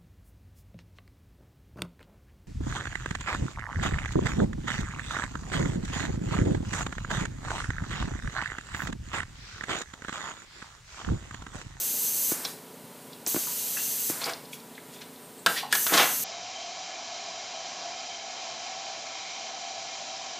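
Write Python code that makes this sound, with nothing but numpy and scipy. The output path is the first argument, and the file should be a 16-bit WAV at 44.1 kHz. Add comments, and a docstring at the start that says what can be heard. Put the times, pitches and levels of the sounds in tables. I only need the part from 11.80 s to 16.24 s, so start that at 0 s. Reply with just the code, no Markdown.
"""An air cylinder pushes and pulls a scissor linkage of steel tubes in a back yard, in three strokes.
Air hisses while the valve is open, the valve thumps, and spent air bleeds away. The joints tick
and rub, and around the last stroke the frame clanks and rattles hard, setting its tubes ringing.
A small engine drones far off under soft air in the trees. One microphone hears it all."""
import sys
import numpy as np
from scipy import signal
from scipy.fft import rfft, irfft
from scipy.io import wavfile
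from scipy.ndimage import uniform_filter1d

SR = 44100
rng = np.random.default_rng(int(sys.argv[2]) if len(sys.argv) > 2 else 0)


def output_pcm(signal):
    """Save a mono or channel-first signal as 16-bit PCM at the path in sys.argv[1].

    Samples are clipped to [-1, 1] before scaling.
    """
    pcm = np.clip(np.atleast_2d(signal).T, -1, 1) * 32767
    wavfile.write(sys.argv[1], SR, np.round(pcm).astype(np.int16))


N = 195754
T = np.arange(N) / SR


def stroke_hiss(rush_db=-37, jet_db=1, whistle_db=-8.3, surge_s=.18, whistle_growth_db_per_s=.5):
    """The open valve rushes evenly; the jet and the port's whistle follow the flow of each stroke."""
    # Each row: valve opens and shuts in seconds, flow gain in dB, opening surge in dB,
    # build-up in dB per second (negative fades).
    strokes = [(-.05, .521, -31.5, 0, 5.5), (1.473, 2.301, -39.5, 10, 10.5), (3.943, 4.5, -27.5, -1.5, -9)]
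    # Tone of the rush in the valve. Each row: frequency in Hz, gain in dB.
    rush_tone = [(300, -15), (1000, -8), (2300, -4.5), (2750, 0.5), (3600, -0.5), (4300, 3.5), (5500, 2),
                 (7200, 5), (9600, 1), (15500, -3.5)]
    # Tone of the bright jet. Each row: frequency in Hz, gain in dB.
    jet_tone = [(3000, -46), (5500, -23), (7200, -3), (8400, -3), (9800, -3.5), (12400, 3), (14000, 2.5),
                (15500, -3.5)]
    # Resonances of the exhaust port. Each row: frequency in Hz, width in Hz, gain in dB.
    port_peaks = [(6260, 230, 0), (7760, 180, -7)]
    rush = level(colour(rng.standard_normal(N), rush_tone), rush_db)
    jet = level(colour(rng.standard_normal(N), jet_tone), jet_db)
    whistle = level(resonate(rng.standard_normal(N), port_peaks), whistle_db)
    whistle *= undb(-walk(25.1))  # wavers by about 1 dB
    out = np.zeros(N)
    for opens, shuts, db, surge_db, build in strokes:
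        age = np.clip(T, opens, shuts) - opens
        flow = undb(db + surge_db * np.exp(-age / surge_s) + build * age)
        exhaust = jet + whistle * undb(whistle_growth_db_per_s * age)
        out += gate(opens, shuts) * (rush + exhaust * flow)
    return out


def bleed(sag_db_per_s=28):
    """Air bleeds from the cylinder in a duller hiss that sags, then drops as the pressure gives out."""
    # Each row: start and end of pressure in seconds, gain in dB, final fall in dB per second.
    bleeds = [(0.512, 0.692, -37, 140), (2.293, 2.472, -37, 135), (3.686, 3.785, -35.5, 270)]
    # Tone of the escaping air. Each row: frequency in Hz, gain in dB.
    bleed_tone = [(300, 0), (1500, 4), (3200, -4), (5500, 0.5), (8400, 4.5), (10000, 3.5), (12800, 4),
                  (15500, 0)]
    hiss = level(colour(rng.standard_normal(N), bleed_tone), db=2)
    out = np.zeros(N)
    for starts, spent, db, fall in bleeds:
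        sag_db = sag_db_per_s * (np.clip(T, starts, spent) - starts)
        fall_db = fall * np.maximum(T - spent, 0)
        out += gate(starts, T[-1]) * hiss * undb(db - sag_db - fall_db)
    return out


def gate(opens, shuts, opening_s=.004, closing_s=.026):
    """Air starts almost at once and dies quickly after the valve shuts."""
    return np.clip((T - opens) / opening_s + 1, 0, 1) * np.exp(-np.maximum(T - shuts, 0) / closing_s)


def valve_thumps(front_s=.00016, swing_hz=310, swing_db=4, fade_s=.0027):
    """A sharp pressure front, then a damped swing of the air in the hose."""
    # Each row: time in seconds, level in dB.
    thumps = [(0.5194, -23), (1.473, -32), (1.5459, -21.5), (1.5638, -21), (1.575, -30.5), (2.2998, -23.5)]
    out = np.zeros(N)
    for s, db in thumps:
        front = np.exp(-((T - s) / front_s) ** 2)
        age = np.maximum(T - s - front_s, 0)
        swing = -np.sin(2 * np.pi * swing_hz * age) * np.exp(-age / fade_s)
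        out += undb(db) * (front + undb(swing_db) * swing)
    return out


def contact(s, db, hz, octaves, swell_s, fade_s, strike_db=10):
    """Steel meets steel in a shower of tiny impacts peaking at time s; the part's size sets the band."""
    size = 2 ** 15
    lead = size // 2
    age = (np.arange(size) - lead) / SR
    f = np.maximum(np.fft.rfftfreq(size, 1 / SR), 1)
    band = 1 / (1 + (np.log2(f / hz) / octaves) ** 4 / 2) * np.sqrt(hz / (f + hz))
    envelope = np.exp(np.where(age < 0, age / swell_s, -age / fade_s))
    impacts = rng.standard_normal(size)
    impacts[lead] = undb(strike_db)  # the main touch stands out of the shower
    shower = irfft(rfft(impacts) * band) * envelope
    shower *= undb(db) * np.linalg.norm(envelope) / np.linalg.norm(shower)
    return np.pad(shower, (int(s * SR), N))[lead:lead + N]


def clanks(swell_s=.00013, arm_lag_s=.00201):
    """Each hard blow is a wide, brief crack, with the short tone of the struck arm just behind."""
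    # Each row: time in seconds, crack level in dB, crack centre in Hz, arm level in dB.
    blows = [(1.465, -35.5, 1214, -48), (2.458, -30, 7000, -50), (3.6622, -14, 2580, -15.5),
             (3.9261, -16.5, 4570, -17.5), (3.951, -20.5, 2900, -47), (4.066, -22.5, 3030, -34)]
    out = np.zeros(N)
    for s, db, hz, arm_db in blows:
        out += contact(s, db, hz, octaves=1.65, swell_s=swell_s, fade_s=.0069)
        out += contact(s + arm_lag_s, arm_db, hz=1560, octaves=.2, swell_s=swell_s, fade_s=.0075)
    return out


def rattles(octaves=1.55, swell_share=.24):
    """Many loose joints chatter at once: a quick swell and a longer fade."""
    # Each row: peak time in seconds, level in dB, centre in Hz, length in seconds.
    bursts = [(.65, -32.5, 1800, 0.0081), (1.562, -37, 1090, 0.02), (2.417, -35.5, 2000, 0.031),
              (2.436, -34, 2000, 0.0065), (2.473, -32.5, 900, 0.044), (2.495, -34, 2500, .022),
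              (3.697, -36.5, 750, 0.049), (4.126, -26.5, 624, 0.049), (4.141, -19.5, 2700, 0.038),
              (4.1777, -16.5, 2050, 0.024), (4.199, -19.5, 1510, 0.06)]
    return sum(contact(s, db, hz, octaves, swell_share * length, (1 - swell_share) * length)
               for s, db, hz, length in bursts)


def clink(s, db, hz, swell_s, octaves=.34, cycles=13.3):
    """A part rings for a set number of cycles, so small, high ones stop sooner."""
    return contact(s, db, hz, octaves, swell_s, cycles / hz)


def clicks_and_clinks():
    """Short clicks and clinks of the valve and the joints."""
    # Each row: peak time in seconds, level in dB, centre in Hz, swell in seconds.
    touches = [(.653, -26, 4580, 0.0041), (1.333, -42.5, 4100, .003), (1.4642, -22.5, 6340, 0.00017),
               (1.672, -42.5, 1170, .003), (1.969, -35, 1570, 0.00061), (2.4415, -24.5, 4860, 0.00023),
               (2.5355, -31, 4670, 0.00072), (2.732, -36.5, 2800, 0.0013), (2.9795, -41, 1870, .0002),
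               (3.835, -33, 900, .004)]
    return sum(clink(*touch) for touch in touches)


def pings():
    """Now and then a free part sings on with one note."""
    # Each row: peak time in seconds, level in dB, pitch in Hz.
    notes = [(.655, -37.5, 4010), (1.68, -43.5, 960), (1.974, -36, 2710), (2.417, -38, 4180),
             (2.443, -32.5, 4900), (3.768, -30, 1870)]
    return sum(contact(s, db, hz, octaves=.071, swell_s=.0041, fade_s=.014) for s, db, hz in notes)


def rubs(swell_share=.41):
    """A pivot scrapes as it turns, swelling almost as slowly as it fades."""
    # Each row: peak time in seconds, level in dB, centre in Hz, spread in octaves, length in seconds.
    scrapes = [(2.738, -41, 9000, 1.2, 0.032), (3.14, -49, 5000, 1.3, 0.049),
               (3.219, -41, 3170, 0.91, 0.017), (3.455, -56, 8450, .05, 0.087),
               (3.594, -53, 8100, 0.13, 0.079), (3.778, -30, 3660, 0.62, 0.041),
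               (3.92, -35, 3760, 1.1, 0.02), (4.099, -32.5, 1570, 0.59, 0.021)]
    return sum(contact(s, db, hz, octaves, swell_share * length, (1 - swell_share) * length)
               for s, db, hz, octaves, length in scrapes)


def ticks(count=7, start_s=2.64, end_s=3.38, db=-50, scatter_db=2, hz=3920, scatter_octaves=.4):
    """Faint clinks at loose intervals while the linkage coasts with the valve shut."""
    slots, step = np.linspace(start_s, end_s, count, endpoint=False, retstep=True)
    out = np.zeros(N)
    for slot in slots:
        late, loud, high = rng.uniform(-1, 1, 3)
        s = slot + step * (1 + late) / 2
        out += clink(s, db + scatter_db * loud, hz * 2 ** (scatter_octaves * high), swell_s=.0047)
    return out


def frame(contacts, ring_db=-15, thicket_db=-11, thicket_t60_s=.42):
    """Each contact sounds directly, then the tubes ring in strong modes over a thicket of weak ones."""
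    # Modes of the steel tubes. Each row: frequency in Hz, relative level in dB, seconds to fall 60 dB.
    tube_modes = [(388, -7, .22), (667, 0, .28), (750, -2, .3), (838, -1, .4), (893, -3, .35),
                  (975, -4, .3), (1082, -7, .35), (1318, -3, .25), (1375, -4, .22), (1497, -1, .25),
                  (1695, -3, .25), (1945, -3, .3), (2080, -6, .3), (2257, -2, .28), (2311, 0, .22),
                  (2660, -2, .22), (2736, -2, .24), (2929, 0, .35), (3130, -5, .3), (3356, -1, .26),
                  (3548, 0, .26), (4030, -3, .35), (4090, -4, .3), (4720, -6, .22), (5130, -7, .22)]
    t = T[:SR]
    ring = sum(undb(db - 60 * t / t60) * np.sin(2 * np.pi * hz * t + rng.uniform(0, 2 * np.pi))
               for hz, db, t60 in tube_modes)
    thicket = colour(rng.standard_normal(SR), [(150, -1), (500, -1), (1500, 0), (5000, -2), (12000, -7)])
    thicket *= undb(-60 * t / thicket_t60_s)
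    body = undb(ring_db) * ring / np.linalg.norm(ring)
    body += undb(thicket_db) * thicket / np.linalg.norm(thicket)
    return contacts + signal.fftconvolve(contacts, body)[:N]


def shudder(blows, fade_s=.028, below_hz=800, shake_db=-7.5):
    """The low part of every heavy blow bends the long arms, which thud on briefly."""
    push = signal.sosfilt(signal.butter(2, below_hz, fs=SR, output="sos"), blows)
    decay = np.exp(-2 / (fade_s * SR))
    force = np.sqrt(signal.lfilter([1 - decay], [1, -decay], push ** 2 + 1e-18))  # envelope of the push
    thud_tone = [(60, -36), (120, -6.5), (200, 9.0), (380, 1.5), (700, 4), (2000, -46)]
    return force * level(colour(rng.standard_normal(N), thud_tone), shake_db)


def reflect(x):
    """Short echoes off the nearby steel and the slab ripple the machine's tone."""
    # Each row: delay in seconds, gain in dB.
    echoes = [(.00105, -32), (.0029, -27.5), (.0062, -14.5)]
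    return x + sum(undb(db) * np.pad(x, (int(delay * SR), 0))[:N] for delay, db in echoes)


def engine(firing_hz=28.84, wander=.0015, scatter_db=2, db=-52):
    """Uneven firings ring a far engine's exhaust and casing, each part at its own moment of the cycle."""
    # Resonances of those parts. Each row: frequency in Hz, width in Hz, gain in dB.
    parts = [(159.6, 12.2, -3.5), (228.1, 3.3, -1.5), (263.9, 10, -1), (313, 1.8, -6.5), (425.6, 11, 2),
             (472.4, 15.6, -5.5), (582, 26, -4), (773, 47, -8.5), (893, 3.9, -6.5), (979.5, 8.9, 1)]
    cycles = np.cumsum(firing_hz * (1 + wander * walk(3))) / SR
    strength = undb(scatter_db * rng.standard_normal(N))
    drone = np.zeros(N)
    for part in parts:
        firings = np.diff(np.floor(cycles + rng.uniform()), prepend=0)
        drone += resonate(strength * firings, [part])
    # distance takes the treble, the small casing radiates little bass
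    return level(colour(drone, [(50, -37), (150, 2), (1000, -9.5), (2000, -46)]), db)


def yard(db=-48, sway_db=.3):
    """A soft, even bed of air in the trees."""
    # Tone of the open air. Each row: frequency in Hz, gain in dB.
    yard_tone = [(25, -36), (50, 7.5), (90, -3), (160, 2.5), (420, 2), (900, -2.5), (1250, -5.5),
                 (2500, -10), (4200, -10), (5700, -13.5), (9000, -9), (10500, -11.5), (13500, -10),
                 (15500, -12.5)]
    sway = undb(sway_db * walk(5))
    return level(colour(rng.standard_normal(N), yard_tone), db) * sway


def undb(db):
    """Decibels to gain."""
    return 10 ** (np.asarray(db) / 20)


def level(x, db):
    """Set the rms level."""
    return x * undb(db) / np.sqrt(np.mean(x ** 2))


def colour(x, points):
    """Equalise along a curve of (Hz, dB) points."""
    hz, db = np.transpose(points)
    f = np.maximum(np.fft.rfftfreq(len(x), 1 / SR), 1)
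    return irfft(rfft(x) * undb(np.interp(np.log(f), np.log(hz), db)), len(x))


def resonate(x, peaks):
    """Ring a bank of parallel band-passes."""
    return sum(undb(db) * signal.lfilter(*signal.iirpeak(hz, hz / width, fs=SR), x)
               for hz, width, db in peaks)


def walk(rate):
    """A smooth random drift that changes rate times a second, with an rms of 1."""
    hold = int(SR / rate)
    steps = np.repeat(rng.standard_normal(N // hold + 1), hold)
    return level(uniform_filter1d(uniform_filter1d(steps, hold), hold)[:N], 0)


def scene(flutter_db=.35, machine_db=.83):
    """The machine up close, engine and yard behind, the same on both channels."""
    heavy = clanks() + rattles()
    light = clicks_and_clinks() + pings() + rubs() + ticks()
    air = (stroke_hiss() + bleed()) * undb(flutter_db * walk(26.8))
    machine = air + valve_thumps() + frame(heavy + light) + shudder(heavy)
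    mono = undb(machine_db) * reflect(machine) + engine() + yard()
    return np.array([mono, mono])


def record(dry, low_hz=105, top_hz=15300):
    """The phone's microphone thins the bass and cuts the top."""
    thin = signal.sosfilt(signal.butter(4, low_hz, "high", fs=SR, output="sos"), dry)
    return signal.sosfilt(signal.ellip(12, .1, 80, top_hz, fs=SR, output="sos"), thin)


dry = scene()
out = record(dry)
output_pcm(out)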